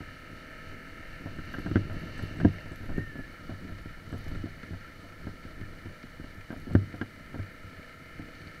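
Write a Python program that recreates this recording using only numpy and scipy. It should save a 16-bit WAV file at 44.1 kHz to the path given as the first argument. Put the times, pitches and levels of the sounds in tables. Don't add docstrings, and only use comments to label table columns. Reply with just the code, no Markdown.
import sys
import numpy as np
from scipy import signal
from scipy.fft import rfft, irfft
from scipy.io import wavfile
from scipy.ndimage import uniform_filter1d

SR = 44100
rng = np.random.default_rng(int(sys.argv[2]) if len(sys.argv) > 2 else 0)


def attenuation_scalar(level_db):
    decades = np.asarray(level_db, float) / 20
    return 10 ** decades


def transcribe(signal):
    frames = np.atleast_2d(signal).T
    limited = np.clip(frames, -1, 1)
    pcm = np.round(limited * 32767).astype(np.int16)
    wavfile.write(sys.argv[1], SR, pcm)


N = 379260

# (time [s], firing rate [Hz])
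REVS_HZ = [(0, 37.7), (.46, 37.75), (.82, 38.4), (1.2, 39), (2, 40.3), (2.6, 40.6), (2.88, 38.2), (3, 39.9),
           (3.07, 39.3), (3.14, 37.6), (3.27, 37.2), (3.3, 32), (3.45, 29.7), (3.65, 28.2), (5, 28.5),
           (6.5, 29), (7.48, 29.9), (8.6, 31.1)]
# (time [s], effort [dB], gear tooth level [dB], firing sharpness [0-1])
THROTTLE = [(0, 0, -62, 0.7), (.6, -0.5, -65, 0.8), (.9, -1, -66, 0.9), (1.2, 0, -60, 0.64), (2, 3, -68, 0),
            (2.6, 4, -64, 0.96), (2.85, 0, -66, 0.2), (2.94, -1, -47, .2), (3.05, -3.5, -49, 0.2),
            (3.2, -1.5, -45, 0), (3.3, 1, -58, 0.6), (3.45, 1.8, -64, 0.5), (3.7, -0.1, -80, 1),
            (4.25, 4, -60, 0.74), (5, 1.5, -75, 0.5), (6.1, 2, -68, 0.67), (7.4, -1, -65, 0.9),
            (8.6, 0, -66, 0.9)]
# (time [s], share of clatter repeated each cycle [0-1])
EVENNESS = [(0, .8), (.85, .75), (1.2, .4), (2, .2), (2.6, .1), (3.7, .15), (7, .2), (7.5, .5), (8, .55),
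            (8.6, .4)]
# (frequency [Hz], width [Hz], level [dB])
LID = [(1277, 84, 1), (1366, 79, 4.5)]
# (frequency [Hz], width [Hz], level [dB])
WALLS = [(1559, 157, -0.5), (1764, 107, 5.5), (1904, 96, -2), (2101, 146, 0.5), (2314, 227, -3),
         (2536, 57, -12)]
# (frequency [Hz], width [Hz], level [dB])
CLATTER = [(2850, 260, -3.5), (2977, 220, 4), (3860, 630, -4.5), (4412, 384, -2.5), (5410, 1520, -10.5),
           (6250, 110, -15)]
# (frequency [Hz], width [Hz], level [dB])
EXHAUST = [(501, 68, 2), (618, 81, 0.5), (1063, 780, -11.5)]
# (frequency [Hz], width [Hz], level [dB])
BUZZ = [(2746, 190, 0)]
# (level [dB], effort slope [dB/dB], rough ground slope [dB/dB], revs slope [dB/Hz])
NOISE_LEVELS = [
    (-57.5, 0.63, 0.55, 0),
    (-54, 0.46, 0.1, 0.36),
    (-63.5, 1.13, 0.37, 0.18),
    (-60, 1.4, 0.65, 0.15),
    (-76, 0.6, 0.3, 1.97),
]
# (frequency [Hz], width [Hz], level [dB])
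BARK = [(1288, 46, 0), (2270, 40, -11), (2535, 50, -10)]
# (time [s], level [dB])
TICK_DB = [(0, -69), (3.3, -74), (4.1, -66.5), (6, -68), (7.4, -61.5), (8.6, -57.5)]
# (frequency [Hz], level [dB], t60 [s])
TICK_RING = [(2110, 1, 0.018), (2230, 1, 0.02), (2990, -13, .01)]
# (frequency [Hz], width [Hz], level [dB])
PIPE = [(267, 45, 6), (385, 30, -5), (455, 30, -1), (500, 35, -4), (605, 30, 1), (648, 40, 2.5)]
# (frequency [Hz], width [Hz], level [dB])
GEAR_WINDOWS = [(1767, 540, -7.5), (2160, 980, 2)]
# (time [s], knock peak [dB], mount [dB], shell [dB], snap [dB])
STONES = [(.003, -32.5, -42, -42, -52), (1.384, -28.5, -50, -62, -39.5), (1.537, -33.5, -57, -42, -34.5),
          (1.582, -23.5, -54, -40, -37.5), (1.659, -23, -37, -32, -40), (1.711, -20.5, -33, -51, -36),
          (1.755, -10, -20, -29, -24.5), (1.764, -22, -54, -39, -32), (1.896, -37, -35, -35, -42),
          (2.189, -33.5, -46, -35, -41), (2.399, -28.5, -30.5, -33, -32.5), (2.446, -7.5, -19, -23, -29),
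          (2.46, -27, -25, -37, -57), (2.891, -32, -37, -32.5, -41), (2.978, -16, -26.5, -37, -45),
          (4.125, -26, -37, -36, -39.5), (5.267, -28, -39.5, -34.5, -46), (6.502, -26.5, -45, -34, -40),
          (6.525, -29.5, -62, -35, -44), (6.697, -38, -36, -38, -50), (6.749, -6, -17, -21, -26),
          (7.011, -22, -36, -36, -29.5), (7.014, -29, -55, -33, -39), (7.341, -30.5, -38, -33.5, -44),
          (8.193, -32.5, -40.5, -41, -64)]
# (time [s], knock peak [dB], mount [dB], shell [dB])
RUTS = [(1.257, -29.5, -38, -36), (2.22, -34, -32.5, -52), (2.656, -34, -42, -42), (2.713, -32, -42, -41),
        (2.918, -36, -49, -44), (3.153, -32.5, -58, -38), (3.188, -29, -39, -40), (3.492, -28.5, -37, -35),
        (3.509, -36, -34, -41), (3.687, -37.5, -36.5, -46), (3.856, -31, -42, -51), (4.139, -28, -34, -45),
        (4.262, -34, -40, -45), (4.312, -33, -35.5, -52), (1.94, -44, -47, -40.5), (2.416, -37, -33, -50),
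        (2.5, -37, -40, -49), (2.83, -42, -40.5, -40.5), (3.533, -36, -40, -45), (3.97, -43, -48, -46),
        (5.04, -48, -49, -45), (4.63, -39, -43, -58), (2.405, -40, -43, -38.5), (1.268, -40, -48, -40),
        (4.148, -38, -50, -41.5), (6.676, -37, -60, -45), (4.437, -23.5, -33.5, -53),
        (4.456, -31.5, -64, -41), (4.706, -34, -35, -49), (4.73, -32.5, -34.5, -39), (5.284, -37, -45, -53),
        (5.449, -32.5, -43.5, -47), (5.611, -31.5, -33, -55), (5.855, -30, -36.5, -42.5),
        (6.037, -33.5, -46.5, -68), (6.196, -30, -43, -55), (6.561, -35.5, -49, -42),
        (6.668, -28.5, -69, -48), (6.938, -32, -41.5, -37.5), (7.358, -31.5, -51, -62),
        (7.387, -33.5, -28.5, -40)]
# (time [s], knock peak [dB], mount [dB])
PEBBLES = [(.668, -42, -51), (1.217, -38, -61), (1.673, -37, -35), (2.024, -45, -40), (2.058, -36, -44),
           (2.132, -42, -59), (2.309, -33.5, -37), (2.353, -35, -44), (4.349, -34, -34),
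           (4.392, -60, -34.5), (5.236, -37, -43.5), (5.483, -42, -53), (6.239, -33, -47),
           (6.369, -51, -41.5), (6.895, -42, -45), (7.64, -43, -42), (8.467, -40.5, -45), (1.48, -36, -51),
           (1.849, -39, -39), (1.965, -43, -42), (2.092, -37, -52), (2.807, -36, -38), (3.719, -40, -39),
           (4.058, -47, -45), (4.189, -43, -56), (4.477, -43, -48)]
# (frequency [Hz], level [dB], t60 [s])
MOUNT = [(99.2, -1, 0.24)]
# (frequency [Hz], level [dB], t60 [s])
STRAP = [(160, -6.5, 0.072)]
# (frequency [Hz], level [dB], t60 [s])
BODY = [(251.7, 2, 0.028), (294.7, 0.5, 0.034), (352, -12, 0.031)]
# (frequency [Hz], level [dB], t60 [s])
SHELL = [(572, -2.5, 0.023), (668, -3.5, 0.04), (723, -0.5, 0.015), (926, -6.5, 0.021)]
# (frequency [Hz], level [dB], t60 [s])
SNAP = [(1405, -6, 0.032), (1588, 3.5, 0.017), (1750, -15.5, 0.0092), (2850, -14, 0.015),
        (4170, -22, 0.0027)]
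# (time [s], rumble [dB])
TRACK_DB = [(0, -52.5), (.9, -49.5), (1.5, -46.5), (1.68, -47), (2.13, -49.5), (2.42, -53), (2.66, -54.5),
            (2.99, -45.5), (3.25, -51.5), (3.74, -49.5), (3.97, -56), (4.33, -53.5), (4.6, -57), (5.1, -52),
            (6.4, -57), (7.2, -53), (7.66, -52), (8.6, -53.5)]
# (time [s], sway [dB])
HEAVES_DB = [(.03, -49), (.69, -46), (1.1, -47), (1.4, -43), (1.68, -40), (1.95, -41.5), (2.1, -44),
             (2.42, -36.5), (2.9, -35.5), (3.21, -51), (3.5, -50), (3.74, -52), (3.9, -48), (4.14, -52),
             (4.33, -35.5), (4.81, -53), (5.27, -44), (5.6, -44.5), (6.23, -45), (6.6, -52), (6.75, -49),
             (7.4, -55), (7.66, -66), (7.91, -66), (8.19, -50)]
# (frequency [Hz], level [dB], t60 [s])
STEEL = [
    [(8030, -2.5, .1), (8095, -4, .08), (10350, -5, .05)],
    [(11275, 0, .1), (11315, 0, .08), (15650, -5, .08)],
    [(11750, 2, .09), (11790, -2, .08), (13050, -6, .06)],
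]
# (time [s], peak [dB])
BUCKLE_TAPS = [(1.5943, -68), (1.6626, -63), (1.696, -73), (1.7814, -69), (2.1435, -66), (2.1799, -60),
               (2.2727, -63), (2.3705, -63), (2.3999, -69), (2.5187, -71), (2.72, -59), (4.121, -61),
               (4.358, -65), (5.0115, -67), (6.7012, -72), (6.7346, -63)]
# (time [s], middle peak [dB], high peak [dB])
KEY_TAPS = [(1.4536, -72, -73), (1.5307, -64, -60), (1.59, -61, -65), (1.6975, -65, -80), (1.931, -64, -69),
            (1.996, -66, -67), (2.054, -70, -65), (2.177, -65, -67), (2.2258, -55, -74), (2.259, -68, -77),
            (2.3466, -71, -80), (2.456, -77, -73), (2.604, -68, -67), (2.759, -64, -58), (2.527, -71, -66),
            (2.8574, -63, -80), (2.975, -61, -70), (3.1767, -71, -70), (3.693, -68, -69),
            (3.8197, -72, -72), (4.092, -64, -70), (4.18, -59, -75), (4.242, -64, -65), (4.283, -65, -58),
            (6.346, -70, -67), (6.521, -68, -66), (6.574, -64, -74), (6.6004, -59, -80), (6.7343, -66, -67),
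            (6.9611, -70, -70)]
# (frequency [Hz], level [dB], t60 [s])
DRY_TICK = [(4080, -1.5, 0.0036), (6030, -4.5, .004), (7030, -2, .003), (9800, -5.5, .002)]
# (time [s], peak [dB])
FLINT = [
    (8.473, -49),
]
# (frequency [Hz], level [dB], t60 [s])
FLINT_RING = [(4400, 4, .014), (3850, -3, .014)]
# (frequency [Hz], level [dB])
HISS = [(600, -2), (3000, -6.5), (7000, -15.5), (10000, -16), (14000, -17.5), (16000, -21)]


def engine():
    revs_hz = curves(REVS_HZ)[0]
    phase = np.cumsum(revs_hz * (1 + .0008 * walk(6))) / SR
    cycle = phase.astype(int)
    strength = attenuation_scalar(4.2 * rng.standard_normal(N // 500))[cycle]
    thumps = level(np.diff(cycle, prepend=0) * strength, 0)
    effort_db, _, sharp = curves(THROTTLE)
    even = curves(EVENNESS)[0]
    rough_db = np.clip(curves(TRACK_DB)[0], -60, -40) + 50

    firing = 0.62 * np.exp(-(phase % 1) / 0.13) * strength
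    idle = 0.13 * np.exp(-((phase + .5) % 1) / 0.12)
    gate = .5 + sharp * (firing + idle)

    repeat = same_each_cycle(phase)
    bark = level(resonate(repeat + .5 * rng.standard_normal(N), BARK), -57)
    bark = bark * even ** 2 * (revs_hz / 38) ** 3
    tick = level(ring(thumps, TICK_RING), 0) * attenuation_scalar(curves(TICK_DB)[0])
    out = tones(phase, repeat) + bark + tick

    shake_db = .6 * walk(16)
    parts = (LID, WALLS, CLATTER, EXHAUST, BUZZ)
    thumps_db = (-22.5, -16.0, -11.0, -4.5, -11)
    flickers_db = (0.28, 0.83, 1.13, 1.07, 0.62)
    for peaks, slopes, thump_db, flicker_db in zip(parts, NOISE_LEVELS, thumps_db, flickers_db):
        base_db, per_effort, per_rough, per_hz = slopes
        part_db = base_db + per_effort * effort_db + per_rough * rough_db + per_hz * (revs_hz - 34)
        noise = level(gate * rng.standard_normal(N), 0) + attenuation_scalar(thump_db) * sharp * thumps
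        drive = np.sqrt(1 - even) * noise + np.sqrt(even) * repeat
        out = out + level(resonate(drive, peaks), 0.92) * attenuation_scalar(part_db + shake_db + flicker_db * walk(15))
    return out


def tones(phase, repeat):
    effort_db, gear_db, _ = curves(THROTTLE)
    tone_db = -55 + 0.1 * effort_db + 0.091 * (curves(REVS_HZ)[0] - 34)
    exhaust = level(resonate(repeat, PIPE), 0) * curves(EVENNESS)[0] * attenuation_scalar(tone_db + 1.5 * walk(3.07))

    turn = 2 * np.pi * phase
    gear_order = 23
    whine = 0
    for k in (2, 3):
        angle = gear_order * turn + .3 * np.sin(turn) + .4 * walk(40)
        whine = whine + attenuation_scalar(gear_db + 3 * walk(25)) * np.sin(k * angle)
    return steep_low(exhaust, 690) + steep_low(resonate(whine, GEAR_WINDOWS), 2300)


def same_each_cycle(phase, size=2048):
    bins = np.arange(size // 2 + 1)
    spectrum = np.exp(2j * np.pi * rng.random(size // 2 + 1)) * (bins < size / 8)
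    once = irfft(spectrum, size)
    return level(np.interp(phase % 1 * size, np.arange(size + 1), np.append(once, once[0])), -3)


def bumps():
    s, knock_db, mount_db, shell_db, snap_db = blow_table()
    soft_db = np.maximum(knock_db, -34)
    bounce_db = -2 - 0.0562 * (soft_db + 21)
    looser = np.exp(-.03 * (soft_db + 24))
    strap_db = mount_db - 0.36 * (mount_db + 39)
    s = s + .0015
    n = len(s)

    snap = blows(s + 0.001027, snap_db - 0.5, 0.00014, bounce_db + 2.5, 0.0054 * looser, loose(n, count=12))
    mount = blows(s + 0.0018, mount_db + 4.5, 0.0045, bounce_db - 13.0, 0.0121, loose(n, count=4))
    strap = blows(s + 0.002, strap_db + 5.5, 0.0022, bounce_db - 6.0, 0.0111, loose(n, count=4))
    body = blows(s, knock_db - 4.5, 0.002, bounce_db - 2.5, 0.01285, loose(n, count=7))
    shell = blows(s + 0.00081, shell_db - 9.0, 0.00088, bounce_db + 5.5, .011 * looser, loose(n, count=14))

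    out = ring(body, BODY) + ring(shell, SHELL) - ring(mount, MOUNT) - ring(strap, STRAP)
    out = out + high_pass(ring(snap, SNAP), 1160, order=3)
    return high_pass(out, 42, order=2)


def blow_table():
    ruts = [(*r, r[3] - 10) for r in RUTS]
    pebbles = [(*p, p[1] - 15.5, p[1] - 16.5) for p in PEBBLES]
    return np.transpose(STONES + ruts + pebbles)


def blows(times, db, push_s, bounce_db, bounce_s, chance):
    x = np.zeros(N + SR)
    push = np.hanning(int(push_s * SR) + 3)
    for t, d, b, span, (late, size) in zip(times, db, bounce_db, bounce_s + 0 * times, chance):
        at = ((t + np.append(0, span * late)) * SR).astype(int)
        bounces = attenuation_scalar(b) * np.tanh(size) * np.exp(-.6 * late)
        np.add.at(x, at, -attenuation_scalar(d) * np.append(1, bounces))
    return np.convolve(x, push / push.sum())[:N]


def loose(events, count):
    late = 0.291 + rng.exponential(size=(events, count))
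    return np.stack([late, rng.standard_normal((events, count))], axis=1)


def ground():
    s, _, mount_db = blow_table()[:3]
    loosened = swells(s, mount_db - 21, rise_db_s=226, fall_db_s=153)
    rumble_gain = attenuation_scalar(curves(TRACK_DB)[0]) + loosened
    slack = 0.51 + 1.06 * loosened / rumble_gain
    sway_gain = attenuation_scalar(-55) + swells(*np.transpose(HEAVES_DB), rise_db_s=90, fall_db_s=85)

    hits = rng.random(N) < 450 / SR
    jolts = hits * rng.standard_normal(N) * attenuation_scalar(1.4 * rng.exponential(size=N))
    jolts = level(jolts, 0) + 0.59 * rng.standard_normal(N)
    soft = uniform_filter1d(jolts, size=40)

    rumble = level(ring(soft, MOUNT), -4.5) + level(ring(soft, BODY), -4.5)
    flap = level(ring(soft, STRAP), -11.5) + level(resonate(soft, [(140.8, 102, 0)]), -3.0)
    rumble = rumble + slack * flap
    sway = level(resonate(rng.standard_normal(N), [(16.3, 9.0, 11.0), (38.3, 76, 0.0)]), -0.58)
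    return rumble * rumble_gain * attenuation_scalar(1.6 * walk(18)) + sway * sway_gain


def swells(times, db, rise_db_s, fall_db_s):
    t = np.arange(0, N + 200, 200) / SR
    late = t[:, None] - times
    gain = attenuation_scalar(db + np.where(late < 0, rise_db_s, -fall_db_s) * late).sum(axis=1)
    return np.interp(np.arange(N) / SR, t, gain)


def jingles():
    rough = attenuation_scalar(np.clip(curves(TRACK_DB)[0], -60, -44) + 42.5)
    when, middle_db, high_db = np.transpose(KEY_TAPS)
    taps = (np.transpose(BUCKLE_TAPS), (when, middle_db), (when, high_db))
    out = 0
    for (s, db), modes in zip(taps, STEEL):
        x = blows(s, db + 0.5, .00005, 0 * s - 3.5, 0.029, loose(len(s), count=7))
        chatter = rng.standard_normal(N) * (rng.random(N) < 70 / SR)
        x = x + attenuation_scalar(-77.5) * rough * chatter
        out = out + ring(x, modes) + attenuation_scalar(9) * ring(x, DRY_TICK)
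    s, db = np.transpose(FLINT)
    chip = blows(s, db, .00005, 0 * s - 6, 0.0065, loose(len(s), count=7))
    return out + ring(chip, FLINT_RING)


def microphone_floor():
    hz, db = np.transpose(HISS)
    bins_hz = np.arange(N // 2 + 1) * SR / N
    colour = attenuation_scalar(np.interp(np.log(bins_hz + 1), np.log(hz), db))
    hiss = irfft(rfft(rng.standard_normal(N)) * colour, N)
    whine_hz = 9525
    whine = attenuation_scalar(-90) * np.sin(2 * np.pi * whine_hz * np.arange(N) / SR + 0.25 * walk(9))
    return level(hiss, -62) + whine


def level(x, db):
    return x * attenuation_scalar(db) / np.sqrt(np.mean(x ** 2))


def curves(table):
    s, *columns = np.transpose(table)
    return [np.interp(np.arange(N) / SR, s, c) for c in columns]


def walk(rate_hz):
    k = int(SR / rate_hz)
    held = np.repeat(rng.standard_normal(N // k + 1), k)
    return 1.3 * uniform_filter1d(uniform_filter1d(held, k), k)[:N]


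def ring(x, modes):
    out = 0
    for hz, db, t60_s in modes:
        pole = np.exp(2j * np.pi * hz / SR - np.log(1000) / (t60_s * SR))
        out = out + attenuation_scalar(db) * signal.lfilter([1], [1, -pole], x).imag
    return out


def resonate(x, peaks):
    out = 0
    for k, (hz, width_hz, db) in enumerate(peaks):
        edges_hz = [hz - width_hz / 2, hz + width_hz / 2]
        band = signal.butter(2, edges_hz, "band", fs=SR, output="sos")
        out = out + (-1) ** k * attenuation_scalar(db) * signal.sosfilt(band, x)
    return out


def high_pass(x, hz, order):
    return signal.sosfilt(signal.butter(order, hz, "high", fs=SR, output="sos"), x)


def steep_low(x, hz):
    return signal.sosfilt(signal.ellip(8, .3, 45, hz, fs=SR, output="sos"), x)


def scene():
    return (engine() + bumps() + ground() + jingles() + microphone_floor())[None]


def low_pass(x):
    return signal.sosfilt(signal.butter(12, 15700, fs=SR, output="sos"), x)


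def record(dry):
    mix = steep_low(dry, 15700)
    return low_pass(mix)


dry = scene()
out = record(dry)
transcribe(out)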